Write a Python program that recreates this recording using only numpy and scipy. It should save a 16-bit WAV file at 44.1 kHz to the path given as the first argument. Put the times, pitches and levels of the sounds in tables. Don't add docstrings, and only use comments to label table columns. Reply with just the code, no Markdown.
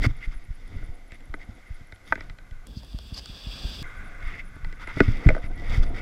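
import sys
import numpy as np
from scipy import signal
from scipy.fft import rfft, irfft
from scipy.io import wavfile
from scipy.ndimage import uniform_filter1d

SR = 44100
rng = np.random.default_rng(int(sys.argv[2]) if len(sys.argv) > 2 else 0)


def persist_wave(psi):
    counts = np.round(np.clip(psi, -1, 1) * 32767).astype(np.int16)
    wavfile.write(sys.argv[1], SR, np.atleast_2d(counts).T)


def how_loud(loudness_db):
    steps = np.asarray(loudness_db, float) / 20
    return 10 ** steps


N = 265242

FAST_FROM_S, FAST_TO_S, SPEED = 2.664, 3.827, 2.3
GAIN_S = (FAST_TO_S - FAST_FROM_S) * (SPEED - 1)
LONG = N + int(GAIN_S * SR)

# heel strike in seconds, peak level in dB, rocking relative to it in dB.
FOOTFALLS = [(0.492, -31, -4.5), (0.897, -27.5, -2), (1.303, -28, -1), (1.711, -26, -2.5),
             (2.115, -31.5, -2), (2.521, -29.5, -1.5), (2.773, -24, -5.5), (2.948, -24.5, -3.5),
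             (3.126, -26, -4), (3.3, -31, -1.5), (3.472, -27, -2.5), (3.643, -33.5, 7), (3.832, -24, -5),
             (4.236, -32.5, 7), (4.636, -28.5, 2.5)]
# peak in seconds, peak level in dB, pitch at the peak as heard
# in Hz, direction +-1, helmet ring relative to the level in dB.
HEAD_JOLTS = [(0.019, -17.5, 45, 1, -14), (0.052, -22, 31, 1, -16), (0.072, -14.5, 89, -1, 4.5),
              (0.099, -17.5, 45, 1, -8.5), (0.284, -17, 28, 1, -14.5), (0.367, -22.5, 22.6, -1, -17),
              (0.509, -22, 54.7, 1, -29), (0.732, -29, 30, -1, -32), (0.838, -23, 21.3, -1, -16),
              (1.128, -35.5, 64, 1, -27), (1.497, -34, 35.7, -1, 4.5), (1.817, -36.5, 92, -1, -3),
              (1.937, -37, 71, -1, -3), (2.307, -33, 79, 1, -18), (3.653, -22, 81.5, 1, -9.5),
              (4.273, -24, 43, -1, -26), (4.468, -34, 30, -1, -25), (4.566, -34, 116, -1, -13),
              (4.674, -35.5, 38, -1, 4.5), (4.972, -20, 140, -1, -13), (5.013, -8, 115, 1, -14),
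              (5.089, -10, 75, -1, -2.5), (5.266, 3.5, 96.5, 1, -34), (5.277, -2.5, 80, -1, -4),
              (5.297, -11.5, 57, 1, -5.5), (5.33, -18, 23, -1, -5), (5.444, -25, 109, -1, -30),
              (5.703, -24, 58, 1, -20), (5.784, -8, 65, -1, -17), (5.806, -8.5, 24.5, 1, -20)]
# mean frequency in Hz, mean relative level in dB, t60 in seconds.
HELMET_MODES = [(114.4, -5, 0.14), (161.3, -14, 0.19), (246, -1.5, 0.043), (312, -11, 0.092)]
# start in seconds, peak level of the middle modes in dB, then thud,
# hollow ring and bright ring relative to it in dB.
CASE_KNOCKS = [(0.0218, -37, -1, -16, 7), (0.0415, -29.5, 6.5, -1, 3), (0.3207, -52.5, 0, -10, 4),
               (0.8264, -44.5, -1, -5, -20), (1.1199, -44, -3, -4, 5.5), (1.3399, -27, -5, -15, -1.5),
               (1.923, -38.5, -7.5, -10, 0.5), (2.1231, -7, -21.5, -17, -7.5), (2.155, -30, -6, -22, 1.5),
               (2.177, -39, 1, -2, -16), (2.2073, -37, -5, -9, 5.5), (2.2977, -43, -9, -13, 5.5),
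               (2.386, -44.5, -14, -5, 2), (2.8324, -47, 2, -15, -2), (2.9302, -43.5, -8, -20, -9),
               (2.9874, -37, -4, -7.5, 1.5), (3.258, -36.5, -10, -6.5, 4.5), (4.3804, -50, -1, -15, -6),
               (4.564, -43.5, 0.5, -12, -18), (4.6463, -36, -10, -24, 2.5), (4.7264, -43.5, 0, -17, 5),
               (4.8738, -34, -7, -9, 4.5), (4.9702, -30.5, 5.5, -2, -8), (5.0034, -5.5, 2, -12, -2),
               (5.0111, -23, 8, -15, -22), (5.0811, -36.5, 12.5, -6, 0), (5.2671, -29.5, 3, -9, -1),
               (5.2884, -16, 0, -4, 5.5), (5.3025, -25.5, -13, 8.5, -2), (5.3489, -25.5, -4, -9, -5.5),
               (5.3648, -34, -5, 10, -5), (5.378, -31, -3, -9, -14), (5.4415, -48, -10, -6, -5)]
# mean frequency in Hz, mean relative level in dB, t60 in seconds.
CASE_MODES = [(212.5, -11, 0.059), (288.6, -6.5, 0.056), (420, 4.5, 0.02), (525, 3.5, 0.058),
              (640.4, 3.5, 0.058), (897, -1, 0.025), (1080, -10, 0.015), (1230, 5.5, 0.019),
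              (1503, 6, 0.033), (1705, -0.5, 0.023), (1850, -3, 0.009), (1996, 1.5, 0.022),
              (2220, -11.5, 0.042), (2380, -7.5, 0.021), (3240, 7, 0.0052), (3550, -1, 0.018),
              (4020, -1.5, 0.012), (4650, 1, 0.0084), (4810, 12.5, 0.002), (6700, -11, 0.0024),
              (7500, -0.5, 0.0062)]
CONTACT_SOFTNESS_SAMPLES = [60, 30, 14, 10, 5]
RING_UP_MS = [4.3, 0.8, 0.3, 0.57, 0.071]
# time in seconds, sway of the mount in dB, creak of the mount in dB, strap rub in dB.
HEAD_MOVES = [(0.0, -15, -51, -47.5), (0.12, -32, -63, -55), (0.54, -46, -64.5, -61.5),
              (0.77, -30.5, -58, -54.5), (1.03, -47.5, -60.5, -66), (1.4, -41, -56.5, -62.5),
              (1.76, -45, -62, -59), (1.95, -53, -64.5, -65.5), (2.2, -36.5, -59, -52),
              (2.4, -43, -65, -76), (3.0, -45, -64, -64), (3.4, -45.5, -61, -58.5),
              (3.8, -38.5, -59.5, -52), (4.39, -38.5, -58.5, -63), (4.66, -39.5, -76, -62),
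              (4.85, -36.5, -60, -53.5), (5.0, -25, -57, -38.5), (5.15, -21, -49, -46.5),
              (5.29, -44, -39, -42), (5.47, -32, -52, -62.5), (5.7, -25.5, -44, -43.5),
              (6.01, -31.5, -46, -56)]
# start in seconds, length in seconds, level in dB,
# dull share in dB, bright share in dB.
DRAGS = [(0.017, 0.05, -38, -14, -4.5), (0.039, 0.033, -32, -1, -8.5), (0.082, 0.041, -55.5, -4, -9),
         (0.206, 0.062, -44, -16, -17), (0.31, 0.047, -60.5, 2, -2), (1.108, 0.063, -49.5, -19, -21),
         (1.391, 0.057, -53, -25, -13.5), (2.05, 0.075, -60, -9, -1), (2.76, .045, -55, -22, -19),
         (3.137, 0.025, -45.5, -9, -16), (3.162, 0.039, -40.5, -8, -21), (4.222, 0.17, -40, -12.5, -17),
         (4.381, 0.036, -40, -32, -17.5), (4.796, 0.059, -50, 5, -5), (4.87, 0.054, -51, 6, -22),
         (5.028, 0.019, -52, -4, -6), (5.08, 0.047, -48.5, -16, -6), (5.42, 0.055, -44.5, -10, -14),
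         (5.702, 0.091, -44.5, -4.5, -6), (5.825, 0.02, -56.5, 12, 3.5), (5.943, 0.082, -45, -6, -13.5)]
# frequency in Hz, nominal width in Hz, relative level in dB.
SWAY_PEAKS = [(20.56, 11.9, 10), (45, 44, -5.5), (82, 32, -16.5), (150, 89, -27.5)]
# frequency in Hz, nominal width in Hz, relative level in dB.
CREAK_PEAKS = [(238, 194, 3), (292, 132, -1), (458, 126, -1), (680, 68, 5)]
# frequency in Hz, nominal width in Hz, relative level in dB.
ROAD_PEAKS = [(620, 580, -12.5), (980, 243, -3.5), (1268, 327, 5), (1410, 81, -1), (1910, 122, -5.5),
              (2620, 840, -17), (3130, 180, -13.5), (4930, 530, -33.5)]
# frequency in Hz, nominal width in Hz, relative level in dB.
RUB_PEAKS = [(2076, 258, 17.5), (2462, 340, -1)]
# frequency in Hz, nominal width in Hz, relative level in dB.
RUSTLE_PEAKS = [(3585, 560, 20), (4650, 1140, 15), (5900, 4500, -2), (7040, 400, -35), (12000, 4700, -34)]
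# start in seconds, length in seconds, peak level in dB, then start, middle and end in Hz.
STRAP_SLIPS = [(5.504, 0.026, -51, 1450, 1540, 1520), (5.555, 0.081, -44, 1900, 1980, 1940)]
# frequency in Hz, nominal width in Hz, relative level in dB.
TYRE_HISS_PEAKS = [(720, 730, -9), (1240, 354, 0.5), (1451, 124, 5), (2022, 172, 3), (3070, 550, -15),
                   (4930, 2500, -25.5)]
# start in seconds, length as heard in seconds, peak level in dB.
WHISTLES = [(2.066, 0.1, -60), (3.06, .03, -61)]
# frequency in Hz, relative level in dB per Hz.
MIC_NOISE = [(150, -17), (700, -3), (2100, -18), (2800, -12), (5200, -15), (7000, -16.5), (9000, -22.5),
             (11000, -18), (12300, -23), (14400, -32), (15300, -46), (20000, -62)]
# start in seconds, noise gain in dB.
SPEED_CLICKS = [(2.67, -42.5), (3.827, -34)]

STEP_HZ, STEP_HZ_SPREAD, STEP_RING_DB = 49.6, .15, -12
STEP_PUSH_SAMPLES, JOLT_PUSH_SAMPLES = 380, 200
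FADE_CYCLES = 0.32
MOUNT_HZ, MOUNT_T60_S, JOLT_ROCK_DB = 18.14, 0.33, -13.5
CONTACT_MS, CONTACT_ROUGH = 0.72, 0.68
KNOCK_REF_DB, CRACK_DB, CRACK_PER_DB = -35, -6, -.5
RATTLE_COUNT, RATTLE_MIN_DB, RATTLE_SPREAD_DB = 10, -56, 4
ROAD_UNDER_RUB_DB = -6
RUSTLE_DB, RUSTLE_SLOPE, RUB_REF_DB = -70, 0.97, -60
SWAY_FLICKER_DB, CREAK_FLICKER_DB, RUB_FLICKER_DB, RUSTLE_FLICKER_DB = 2, 2.2, 1.5, 1.5
CAR_PASS_S, CAR_NEAR_S, CAR_AWAY_S = 3.686, 0.61, 0.45
CAR_HISS_DB, CAR_ROAR_DB = -41.5, -54
BUZZ_HZ, BUZZ_WIDTH_HZ, BUZZ_RATE_HZ = 10150, 1600, 450
BUZZ_FIRST_S, BUZZ_EVERY_S, BUZZ_REST_S = .0375, .1003, (2.1, 3.82)
BUZZ_LATE_S, BUZZ_LATE_SHARE, BUZZ_TWICE_SHARE = 0.026, .3, 0.29
BUZZ_MEAN_MS, BUZZ_MAX_DB = 22, -50
WHISTLE_HZ, WHISTLE_HARMONICS_DB = 3260, [-3, -4, -6, -7]
MIC_HISS_DB = -66
CEILING = .95


def real_s(s):
    return s + np.interp(s, [FAST_FROM_S, FAST_TO_S], [0, GAIN_S])


def speed_at(s):
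    return SPEED if FAST_FROM_S < s < FAST_TO_S else 1


def level(x, db):
    return x * how_loud(db) / np.sqrt(np.mean(x ** 2))


def add(out, s, x, peak_db):
    i = int(real_s(s) * SR)
    x = x[:LONG - i]
    out[i:i + len(x)] += x * how_loud(peak_db) / np.max(np.abs(x))


def ring(modes, detune, length_s):
    f, db, t60 = np.transpose(modes)[:, :, None]
    t = np.arange(int(length_s * SR)) / SR
    chance = rng.standard_normal((2, len(modes), 1))
    decay = np.exp(-np.log(1000) * t / t60)
    return how_loud(db + 1.5 * chance[0]) * decay * np.sin(2 * np.pi * f * (1 + detune * chance[1]) * t)


def throw(out, s, db, hz, way, ring_db, rock_db, push_samples):
    t = np.arange(-.02 * SR, .25 * SR) / SR
    turns = hz * t / (1 + 26.0 * np.maximum(t, 0))
    size = np.where(t < 0, np.exp(-(turns / 0.29) ** 2), np.exp(-turns / FADE_CYCLES - t / 0.14))
    swing = signal.resample(np.cos(2 * np.pi * turns) * size, int(len(t) * speed_at(s)))
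    swing = np.convolve(swing, np.hanning(81), "same")
    after = t[t > 0]
    rock = np.sin(2 * np.pi * MOUNT_HZ * after) * np.exp(-np.log(1000) * after / MOUNT_T60_S)
    rock = rock * np.tanh(after / 0.014)
    helmet = signal.fftconvolve(ring(HELMET_MODES, 0.12, 0.11).sum(0), np.hanning(push_samples))
    add(out, max(s - .02, 0), np.sign(way) * swing, db)
    add(out, s, -np.sign(way) * rock, db + rock_db)
    add(out, max(s - .009, 0), helmet, db + ring_db)


def footfalls():
    out = np.zeros(LONG)
    for s, db, rock_db in FOOTFALLS:
        hz = STEP_HZ * (1 + STEP_HZ_SPREAD * rng.uniform(-0.41, 1)) * speed_at(s)
        throw(out, s, db, hz, -1, STEP_RING_DB, rock_db, STEP_PUSH_SAMPLES)
    return out


def head_jolts():
    out = np.zeros(LONG)
    for row in HEAD_JOLTS:
        throw(out, *row, JOLT_ROCK_DB, JOLT_PUSH_SAMPLES)
    return out


def strike(out, s, db, thud_db, hollow_db, bright_db):
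    crack_db = bright_db + CRACK_DB + CRACK_PER_DB * (db - KNOCK_REF_DB)
    t = np.arange(int(0.015 * SR)) / SR
    contact = CONTACT_ROUGH * rng.standard_normal(len(t)) * np.exp(-t * 1000 / CONTACT_MS) / 4
    contact[0] = 1
    modes = ring(CASE_MODES, .02, .08)
    group = np.digitize(np.array(CASE_MODES)[:, 0], [500, 750, 1750, 2800])
    for k, share_db in enumerate([thud_db, hollow_db, 0, bright_db, crack_db]):
        push = np.convolve(contact, np.hanning(CONTACT_SOFTNESS_SAMPLES[k] + 2))
        members = modes[group == k]
        body = members[::2].sum(0) - members[1::2].sum(0)
        body = body * (1 - np.exp(-np.arange(len(body)) * 1000 / SR / RING_UP_MS[k]))
        add(out, s, signal.fftconvolve(body, push), db + share_db)


def knocks():
    out = np.zeros(LONG)
    for row in CASE_KNOCKS:
        strike(out, *row)
    return out


def rattle():
    out = np.zeros(LONG)
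    for when, size, bright in rng.random((RATTLE_COUNT, 3)):
        db = RATTLE_MIN_DB + RATTLE_SPREAD_DB * size
        strike(out, when * (N / SR - .1), db, -8, -8, 12 * bright - 6)
    return out


def walk(rate_hz):
    k = int(SR / rate_hz)
    return 2.32 * uniform_filter1d(np.repeat(rng.standard_normal(LONG // k + 1), k), k)[:LONG]


def coloured(peaks, grit_db, flicker_db, rate_hz):
    grit = how_loud(grit_db * np.minimum(rng.exponential(size=LONG), 6.5))
    spectrum = rfft(rng.standard_normal(LONG) * grit)
    hz = np.fft.rfftfreq(LONG, 1 / SR) + 1e-9
    shared = walk(rate_hz)
    out = 0
    for f, width, db in peaks:
        shape = 1 / (1 + 1j * (hz / f - f / hz) * f / (1.485 * width)) ** 2
        flicker = 2 * np.tanh((shared + 0.47 * walk(rate_hz)) / 2)
        out = out + how_loud(db + flicker_db * flicker) * irfft(spectrum * shape, LONG)
    return level(out, 0)


def drag(column):
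    gain = np.zeros(LONG)
    for row in DRAGS:
        a = int(real_s(row[0]) * SR)
        b = min(int(real_s(row[0] + row[1]) * SR), LONG)
        share_db = row[column] if column else 0
        shape = np.interp(np.linspace(0, 1, b - a), [0, .12, .4, .8, 1], [0.46, 0.45, 1.07, 0.8, 0.047])
        gain[a:b] += how_loud(row[2] + share_db) * shape
    return uniform_filter1d(gain, size=60)


def rubbing():
    s, *columns = np.transpose(HEAD_MOVES)
    t = np.arange(LONG) / SR
    sway_db, creak_db, rub_db = (np.interp(t, real_s(s), c) for c in columns)
    dull = drag(column=3)
    creak = how_loud(creak_db) + how_loud(-5.5) * dull
    road = how_loud(rub_db + ROAD_UNDER_RUB_DB) + dull
    rub = how_loud(rub_db) + drag(column=0)
    rustle = how_loud(RUSTLE_DB + RUSTLE_SLOPE * (rub_db - RUB_REF_DB)) + drag(column=4)
    out = how_loud(sway_db) * coloured(SWAY_PEAKS, 0, SWAY_FLICKER_DB, 8.6)
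    out = out + creak * coloured(CREAK_PEAKS, 3.03, CREAK_FLICKER_DB, 25)
    out = out + road * coloured(ROAD_PEAKS, 0, 0.43, 10)
    out = out + rub * coloured(RUB_PEAKS, 1.2, RUB_FLICKER_DB, 40)
    return out + rustle * coloured(RUSTLE_PEAKS, 4.3, RUSTLE_FLICKER_DB, 35)


def squeaks():
    out = np.zeros(LONG)
    for s, length_s, db, *hz in STRAP_SLIPS:
        u = np.linspace(0, 1, int(length_s * SR))
        pitch = np.polyval(np.polyfit([0, .5, 1], hz, 2), u)
        add(out, s, np.sin(2 * np.pi * np.cumsum(pitch) / SR) * np.sin(np.pi * u), db)
    return out


def car():
    since = np.arange(LONG) / SR - real_s(CAR_PASS_S)
    near = 1 / np.hypot(1, since / np.where(since < 0, CAR_NEAR_S, CAR_AWAY_S))
    hiss = how_loud(CAR_HISS_DB) * near ** 1.5 * coloured(TYRE_HISS_PEAKS, 0, 0.95, 25)
    roar = how_loud(CAR_ROAR_DB) * near ** 2.2 * coloured(CREAK_PEAKS, 0, 0.95, 25)
    return hiss + roar


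def buzz():
    out = np.zeros(LONG)
    ticks = (rng.random(LONG) < BUZZ_RATE_HZ / SR) * rng.standard_normal(LONG)
    band = [BUZZ_HZ - BUZZ_WIDTH_HZ / 2, BUZZ_HZ + BUZZ_WIDTH_HZ / 2]
    train = signal.sosfilt(signal.butter(3, band, "bandpass", fs=SR, output="sos"), ticks)
    clock = np.arange(BUZZ_FIRST_S, LONG / SR - .1, BUZZ_EVERY_S)
    for s, (late, twice, size, long) in zip(clock, rng.random((len(clock), 4))):
        if real_s(BUZZ_REST_S[0]) < s < real_s(BUZZ_REST_S[1]):
            continue
        starts = [BUZZ_LATE_S * (late < BUZZ_LATE_SHARE)]
        if twice < BUZZ_TWICE_SHARE:
            starts = [0, BUZZ_LATE_S]
        for i in ((s + np.array(starts)) * SR).astype(int):
            burst = train[i:i + int(BUZZ_MEAN_MS * (.7 + .6 * long) * SR / 1000)]
            gain = how_loud(BUZZ_MAX_DB - 6 * size) / np.max(np.abs(burst))
            out[i:i + len(burst)] += burst * signal.windows.tukey(len(burst), .2) * gain
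    return out


def whistle():
    out = np.zeros(LONG)
    for s, length_s, db in WHISTLES:
        t = np.arange(int(length_s * speed_at(s) * SR)) / SR
        tone = sum(how_loud(d) * np.sin(2 * np.pi * (k + 1) * WHISTLE_HZ * t)
                   for k, d in enumerate(WHISTLE_HARMONICS_DB))
        add(out, s, tone * signal.windows.tukey(len(t), .4), db)
    return out


def microphone_hiss():
    hz = np.fft.rfftfreq(LONG, 1 / SR) + 1
    shape_hz, shape_db = np.transpose(MIC_NOISE)
    shape = how_loud(np.interp(np.log(hz), np.log(shape_hz), shape_db))
    return level(irfft(rfft(rng.standard_normal(LONG)) * shape, LONG), MIC_HISS_DB)


def squeeze(x):
    a, b = int(FAST_FROM_S * SR), int(FAST_TO_S * SR)
    end = b + LONG - N
    fast = signal.resample(x[a:end], b - a)
    i = np.arange(b - a)
    fade = np.minimum(1, np.minimum(i, i[::-1]) / 90)
    ramp = np.linspace(x[a], x[end], b - a)
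    return np.concatenate([x[:a], fast * fade + ramp * (1 - fade), x[end:]])


def speed_clicks():
    out = np.zeros(N)
    for s, db in SPEED_CLICKS:
        noise = np.convolve(rng.standard_normal(38), [.5, 1, .5])
        out[int(s * SR):][:40] += how_loud(db) * noise * np.hanning(40)
    return out


def scene():
    x = footfalls() + head_jolts() + knocks() + rattle() + rubbing() + squeaks()
    x = x + car() + buzz() + whistle() + microphone_hiss()
    return (squeeze(x) + speed_clicks())[None]


def top_cut(x):
    return signal.sosfilt(signal.butter(12, 15800, fs=SR, output="sos"), x)


def record(dry):
    rounded = CEILING * np.tanh(dry / CEILING)
    return top_cut(rounded)


dry = scene()
out = record(dry)
persist_wave(out)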